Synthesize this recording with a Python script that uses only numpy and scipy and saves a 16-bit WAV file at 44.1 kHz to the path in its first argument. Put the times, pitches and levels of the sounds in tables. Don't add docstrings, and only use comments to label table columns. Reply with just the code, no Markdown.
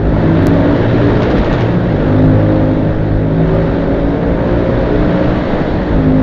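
import sys
import numpy as np
from scipy import signal
from scipy.fft import rfft, irfft, next_fast_len
from scipy.io import wavfile
from scipy.ndimage import uniform_filter1d, minimum_filter1d

SR = 44100
rng = np.random.default_rng(int(sys.argv[2]) if len(sys.argv) > 2 else 0)


def voltage_ratio(level):
    return 10 ** (np.asarray(level, float) / 20)


def wav_out(sig):
    wavfile.write(sys.argv[1], SR, np.round(np.clip(np.atleast_2d(sig).T, -1, 1) * 32767).astype(np.int16))


N = 274302

# t/s, peak level/dB
POP_TIMES = [
    (1.2216, -8.5),
    (1.303, -11.5),
    (1.373, -17),
    (1.3833, -22.5),
    (1.4465, -17),
    (1.5285, -11.5),
    (1.6084, -12.5),
    (5.823, -24.5),
]
DROPOUT_S = .4696


def rms_one(x):
    return x / np.sqrt(np.mean(x ** 2) + 1e-20)


def in_time(rows):
    s, *columns = np.transpose(rows)
    return [np.interp(np.arange(N) / SR, s, c) for c in columns]


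def bump(s, half_s):
    return np.exp(-((np.arange(N) / SR - s) / half_s) ** 2)


def drift(rate_hz):
    coarse = 40
    r = np.exp(-2 * coarse * np.pi * rate_hz / SR)
    slow = signal.lfilter([1], [1, -2 * r, r * r], rng.standard_normal(N // coarse + 2002))[2000:]
    return np.interp(np.arange(N) / coarse, np.arange(len(slow)), rms_one(slow - slow.mean()))


def noise_bands(spectrum, patchy_db, patch_rate):
    hz, level_db = np.transpose(spectrum)
    edges = np.geomspace(hz[0], hz[-1], int(4 * np.log2(hz[-1] / hz[0])) + 1)
    run_in = SR // 2
    white = rng.standard_normal((2, N + run_in))
    for k, (low, high) in enumerate(zip(edges, edges[1:])):
        band_pass = signal.butter(3, [low, high], "band", fs=SR, output="sos")
        band = signal.sosfilt(band_pass, white[k % 2])[run_in:]
        centre = np.sqrt(low * high)
        band_db = np.interp(np.log(centre), np.log(hz), level_db)
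        yield centre, band * voltage_ratio(band_db + patchy_db * drift(patch_rate))


def order(turns, multiple, level_db, fading_db):
    scatter = 2 * np.pi if multiple < 8 else 3.8
    wander = 0.41 * drift(6.5) + scatter * rng.random()
    gain = voltage_ratio(level_db + fading_db * drift(8.1))
    return np.sqrt(2) * gain * np.sin(2 * np.pi * multiple * turns + wander)


def exhaust(turns, load_db):
    # multiple of the firing rate, level/dB
    strong_orders = [(1, -27), (2, -25.5), (3, -25), (4, -30), (5, -26), (6, -29.5), (7, -32), (8, -32),
                     (9, -33.5), (10, -33)]
    # multiple, level against the mean load/dB
    weak_orders = [(11, -3.5), (12, -9), (13, -10.5), (14, -22.5), (15, -17), (16, -13.5), (17, -16),
                   (18, -16.5)]
    # t/s, multiple, half length/s, swell/dB
    order_swells = [(0.047, 1, 0.11, 11), (0.205, 4, .15, 8), (3.1, 2, .1, 8), (3.977, 1, 0.07, 9.5),
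                    (4.45, 1, .12, 5), (1.5, 3, .13, 6), (0.972, 2, 0.19, 12), (1.7, 2, .25, 8.5),
                    (2.272, 2, .15, 9.5), (2.597, 2, 0.087, 5.5), (3.57, 2, .1, 8), (5.2, 2, .1, 6),
                    (0.331, 3, .3, 8.5), (1.071, 3, 0.13, 2), (1.779, 3, .1, 11), (2.2, 3, .22, 9.5),
                    (2.85, 3, .25, 7), (3.451, 3, .25, 10.5), (4.3, 3, 0.18, 6.5), (5.15, 3, .2, 10),
                    (5.58, 3, .05, 6), (6.12, 3, .15, 4.5), (.45, 5, 0.11, 12), (0.674, 5, 0.091, 12),
                    (1.03, 5, .17, 9), (2.24, 5, 0.13, 10.5), (2.72, 5, .14, 7), (3.489, 5, 0.27, 7.5),
                    (3.84, 5, .06, 7), (4.116, 5, .1, 9),
                    (5.0, 5, 0.17, 9), (5.37, 5, 0.067, 7), (6.14, 5, .14, 10), (0.28, 6, 0.16, 13.5),
                     (0.65, 6, 0.2, 6), (4.18, 8, .2, 7), (2.12, 6, 0.24, 7.5), (2.53, 6, 0.12, 9.5),
                     (3.0, 6, 0.14, 6), (4.58, 5, 0.13, 6.5), (4.6, 6, 0.27, 7.5), (5.6, 6, 0.076, 4),
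                     (.67, 7, 0.052, 6.5), (1.14, 7, 0.3, 12), (2.197, 7, 0.15, 6.5), (3.52, 7, 0.27, 11.5),
                     (3.93, 7, .08, 10.5), (4.9496, 7, 0.11, 13), (5.57, 7, 0.067, 11), (.62, 9, 0.11, 7),
                     (4.403, 9, 0.13, 12.5), (4.75, 9, .15, 14), (5.22, 9, .07, 16.5), (1.3, 8, .2, 8),
                     (.64, 10, 0.1, 10), (2.5, 10, 0.32, 7.5), (3.576, 10, 0.07, 17.5),
                     (3.91, 10, 0.18, 8.5), (4.44, 10, 0.26, 6.5), (5.27, 10, 0.25, 5.5)]
    level_db = {round(k): load_db + db for k, db in strong_orders}
    for s, k, half_s, swell_db in order_swells:
        level_db[round(k)] = level_db[round(k)] + swell_db * bump(s, half_s)
    mean_db = np.mean(list(level_db.values())[2:], axis=0)
    strong = sum(order(turns, k, db, fading_db=1.25) for k, db in level_db.items())
    weak = sum(order(turns, round(k), mean_db + db, fading_db=2.0) for k, db in weak_orders)
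    rasp = sum(order(turns, k, mean_db - 23.0 - 0.38 * (k - 19), fading_db=4.5) for k in range(19, 30))
    return strong + weak + rasp


def neighbour():
    # t/s, firing rate f/Hz, level/dB
    bike_course = [
        (0, 51, -22.5),
        (.4, 47.7, -17.5),
        (.8, 50.5, -16.5),
        (1.1, 48, -22),
        (1.4, 50, -19),
        (1.8, 49.5, -38.5),
        (6.22, 53, -67),
    ]
    # multiple of the firing rate, level/dB
    bike_orders = [(1, -8.5), (2, -2.5), (3, -10), (5, -8), (6, -9), (8, -13.5)]
    rate, level_db = in_time(bike_course)
    turns = np.cumsum(rate * (1 + 0.0037 * drift(5.5))) / SR
    lines = 0
    for k, db in bike_orders:
        phase = 2 * np.pi * (round(k) * turns + rng.random())
        lines = lines + voltage_ratio(db + 2.9 * drift(6.9)) * np.sin(phase)
    return np.sqrt(2) * voltage_ratio(level_db) * lines


def tunnel(x):
    t60_s, wall_cut_hz = 1.35, 2200
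    size = next_fast_len(N + 2 * SR)
    w = 2 * np.pi * np.arange(size // 2 + 1) / size
    dull = 1 / (1 + 1j * w * SR / (2 * np.pi * wall_cut_hz))
    echoes = 0
    for k, lag in enumerate(rng.uniform(.025, .07, size=8) * SR):
        one_round = voltage_ratio(-60 * lag / SR / t60_s) * dull * np.exp(-1j * w * lag)
        echoes = echoes + (-1) ** k * one_round / (1 - one_round)
    return irfft(rfft(x, size) * echoes / np.sqrt(8), size)[:N]


def roar(turns):
    # t/s, hiss level/dB
    traffic_course = [(0, -45.5), (.19, -39.5), (.4, -37), (.9, -36), (1.05, -35.5), (1.42, -34.5),
                      (1.57, -34.5), (1.78, -40.5), (2.18, -39.5), (2.75, -42.5), (3.25, -45.5),
                      (3.55, -40), (4.16, -42.5), (4.55, -40.5), (5.2, -37), (5.6, -37), (5.85, -39.5),
                      (6.22, -41.5)]
    # f/Hz, density level/dB
    boom_colour = [(60, -7), (75, -1.5), (165, 0.5), (210, -2.5), (290, -0.7), (420, -6), (560, -4.5),
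                   (650, -5.5), (730, -16), (900, -22.5)]
    # f/Hz, density level/dB
    hiss_colour = [(800, 0), (1050, -7.5), (1700, -6), (2050, -12.5), (2500, -16.5), (3200, -19.5),
                   (4000, -18), (4700, -30.5), (5500, -38), (6500, -43.5), (7400, -41.5), (8000, -50)]
    hiss_db, = in_time(traffic_course)
    swing_db = hiss_db + 40
    boom = sum(band for hz, band in noise_bands(boom_colour, patchy_db=1.05, patch_rate=19.0))
    boom = voltage_ratio(-16.5 + 0.53 * swing_db) * rms_one(boom)
    upper = np.zeros((3, N))
    for hz, band in noise_bands(hiss_colour, patchy_db=0.8, patch_rate=9.8):
        upper[int(hz > 2300) + int(hz > 4700)] += band
    bark = voltage_ratio(-28.5 + 0.86 * swing_db) * rms_one(upper[0])
    hiss = signal.sosfilt(signal.butter(8, 4670, fs=SR, output="sos"), upper[1])
    hiss = voltage_ratio(-40.0 + 0.96 * swing_db) * rms_one(hiss)
    air = voltage_ratio(-55.5 + 0.93 * swing_db) * rms_one(upper[2])
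    throb = 1 + .1 * np.cos(2 * np.pi * turns + .7 * drift(2.5))
    flicker = voltage_ratio(0.25 * drift(25.0))
    return boom + throb * ignition_cuts() * flicker * (bark + hiss + air)


def wind():
    # f/Hz, density level/dB
    wind_colour = [(10, 0), (18, 3), (30, -2.5), (45, 3.5), (62, 0), (95, -10)]
    # t/s, thump rise/dB, rumble rise/dB
    gust_list = [(.15, 4, 4), (.36, 7.5, 6), (.6, 4.5, 4), (1.02, -6, 9), (1.12, 11, -3), (1.39, 0, 11),
                 (1.5, 12, 4), (1.6, 1.5, 8), (2.04, 7.5, 9), (2.26, 11, 10), (2.7, 5.5, -1), (2.95, 6, 1),
                 (3.15, 9, 8.5), (3.5, 6, -1.5), (3.67, 8.5, 7.5), (3.83, 4, -5), (4.05, 12, 8),
                 (4.36, 6, 14), (4.55, 6, 5), (4.77, 16, 9), (5.0, 11.5, 12), (5.29, 9, 6),
                 (5.53, 11.5, -1), (5.75, 7.5, 5), (5.95, 2, 11), (6.12, 5, 6)]
    lumps = np.zeros((2, N))
    for hz, band in noise_bands(wind_colour, patchy_db=-4.0, patch_rate=7.3):
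        lumps[int(hz > 42)] += band
    thump_db = -29 + sum(db * bump(s, half_s=0.069) for s, db, _ in gust_list)
    rumble_db = -28 + sum(db * bump(s, half_s=0.079) for s, _, db in gust_list)
    return voltage_ratio(thump_db) * rms_one(lumps[0]) + voltage_ratio(rumble_db) * rms_one(lumps[1])


def ticks():
    # t/s, peak level/dB
    tick_list = [(0.1276, -58), (0.4232, -52), (0.4302, -39.5), (0.4703, -18), (0.6101, -55), (0.8001, -54),
                 (1.0834, -57), (1.1288, -47), (1.2251, -53), (1.3526, -46), (1.386, -41), (1.6092, -44.5),
                 (2.151, -60), (2.165, -42), (2.2494, -56), (2.2687, -50), (2.2884, -48), (2.3066, -49),
                 (3.5513, -41.5), (5.3672, -46)]
    clicks = np.zeros(N)
    for s, peak_db in tick_list:
        if abs(s - DROPOUT_S) > .002:
            clicks[round(s * SR) + np.array([0, 14])] = voltage_ratio(peak_db + 11.0) * np.array([1, -.8])
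    return signal.sosfilt(signal.butter(2, [4200, 12000], "band", fs=SR, output="sos"), clicks)


def dropout(x):
    t = np.arange(N) / SR - DROPOUT_S
    near = np.sin(np.pi / 2 * np.clip(1.4 - np.abs(t) / 1e-3, 0, 1)) ** 2
    crest, trough = .7, -.35
    level = np.where(t < 0, crest, trough * (t > 1.6e-4))
    return x * (1 - near) + near * level


def ignition_cuts():
    t = np.arange(N) / SR
    sag = sum(np.exp(-((t - s + 0.037) / 0.0053) ** 2) for s, peak_db in POP_TIMES[:-1])
    return voltage_ratio(-3.0 * sag)


def pops():
    crack, thud, t = np.zeros(N), np.zeros(N), np.arange(SR // 8) / SR
    burst = np.exp(-t / 0.00077)
    echo = (t > .009) * np.exp(-(t - .009) / 0.0033)
    tail = np.exp(-t / 0.035)
    ring = np.exp(-t / 0.012) * np.sin(2 * np.pi * 125 * t)
    for s, peak_db in POP_TIMES:
        at = round(s * SR)
        crack[at:at + len(t)] += voltage_ratio(peak_db - 10.0) * (burst + .5 * echo + 0.21 * tail)
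        thud[at:at + len(t)] += voltage_ratio(peak_db + 3.5) * ring
    bright = signal.butter(2, [900, 4300], "band", fs=SR, output="sos")
    noise = signal.sosfilt(bright, rng.standard_normal(N))
    noise = signal.sosfilt(signal.butter(2, 4600, fs=SR, output="sos"), noise)
    return crack * rms_one(noise) + thud


def scene():
    # t/s, firing rate f/Hz, load/dB
    engine_course = [(0, 53.4, 1), (.4, 54.4, 1.5), (.8, 59, 0), (1.07, 57.8, 1), (1.3, 63, 0),
                     (1.5, 59, -3.5), (1.75, 58.2, 0), (1.88, 60, -1.5), (1.93, 50, 2.5), (2.3, 52.5, 4),
                     (3.1, 52.1, -2), (3.6, 54.9, 0), (4.25, 56.8, 0), (4.7, 59.6, 0), (5.3, 60.7, -2),
                     (5.88, 62.2, -1.5), (5.93, 52.6, 2.5), (6.22, 52.3, 4)]
    rate, load_db = in_time(engine_course)
    turns = np.cumsum(rate) / SR
    bikes = exhaust(turns, load_db) + neighbour() + pops()
    return (bikes + voltage_ratio(-11.5) * tunnel(bikes) + roar(turns) + wind())[None]


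def roll_off(x):
    return signal.sosfilt(signal.butter(12, 15700, fs=SR, output="sos"), x)


def record(dry):
    top_cut = signal.cheby2(8, 45, 1.147 * 7360, fs=SR, output="sos")
    dull = signal.sosfilt(top_cut, dry)
    crest = -minimum_filter1d(-np.abs(dull), size=301)
    gain = np.minimum(1, (.79 / (crest + 1e-9)) ** .62)
    gain = uniform_filter1d(uniform_filter1d(gain, size=151), size=151)
    flat = np.clip(dull * gain + ticks(), -1, 1)
    self_noise = voltage_ratio(-92.5) * rng.standard_normal(N)
    mix = dropout(flat) + self_noise
    mix = signal.sosfilt(signal.butter(6, 15500, fs=SR, output="sos"), mix)
    mix = mix * np.clip((N - np.arange(N)) / 60, .55, 1)
    return roll_off(mix)


dry = scene()
out = record(dry)
wav_out(out)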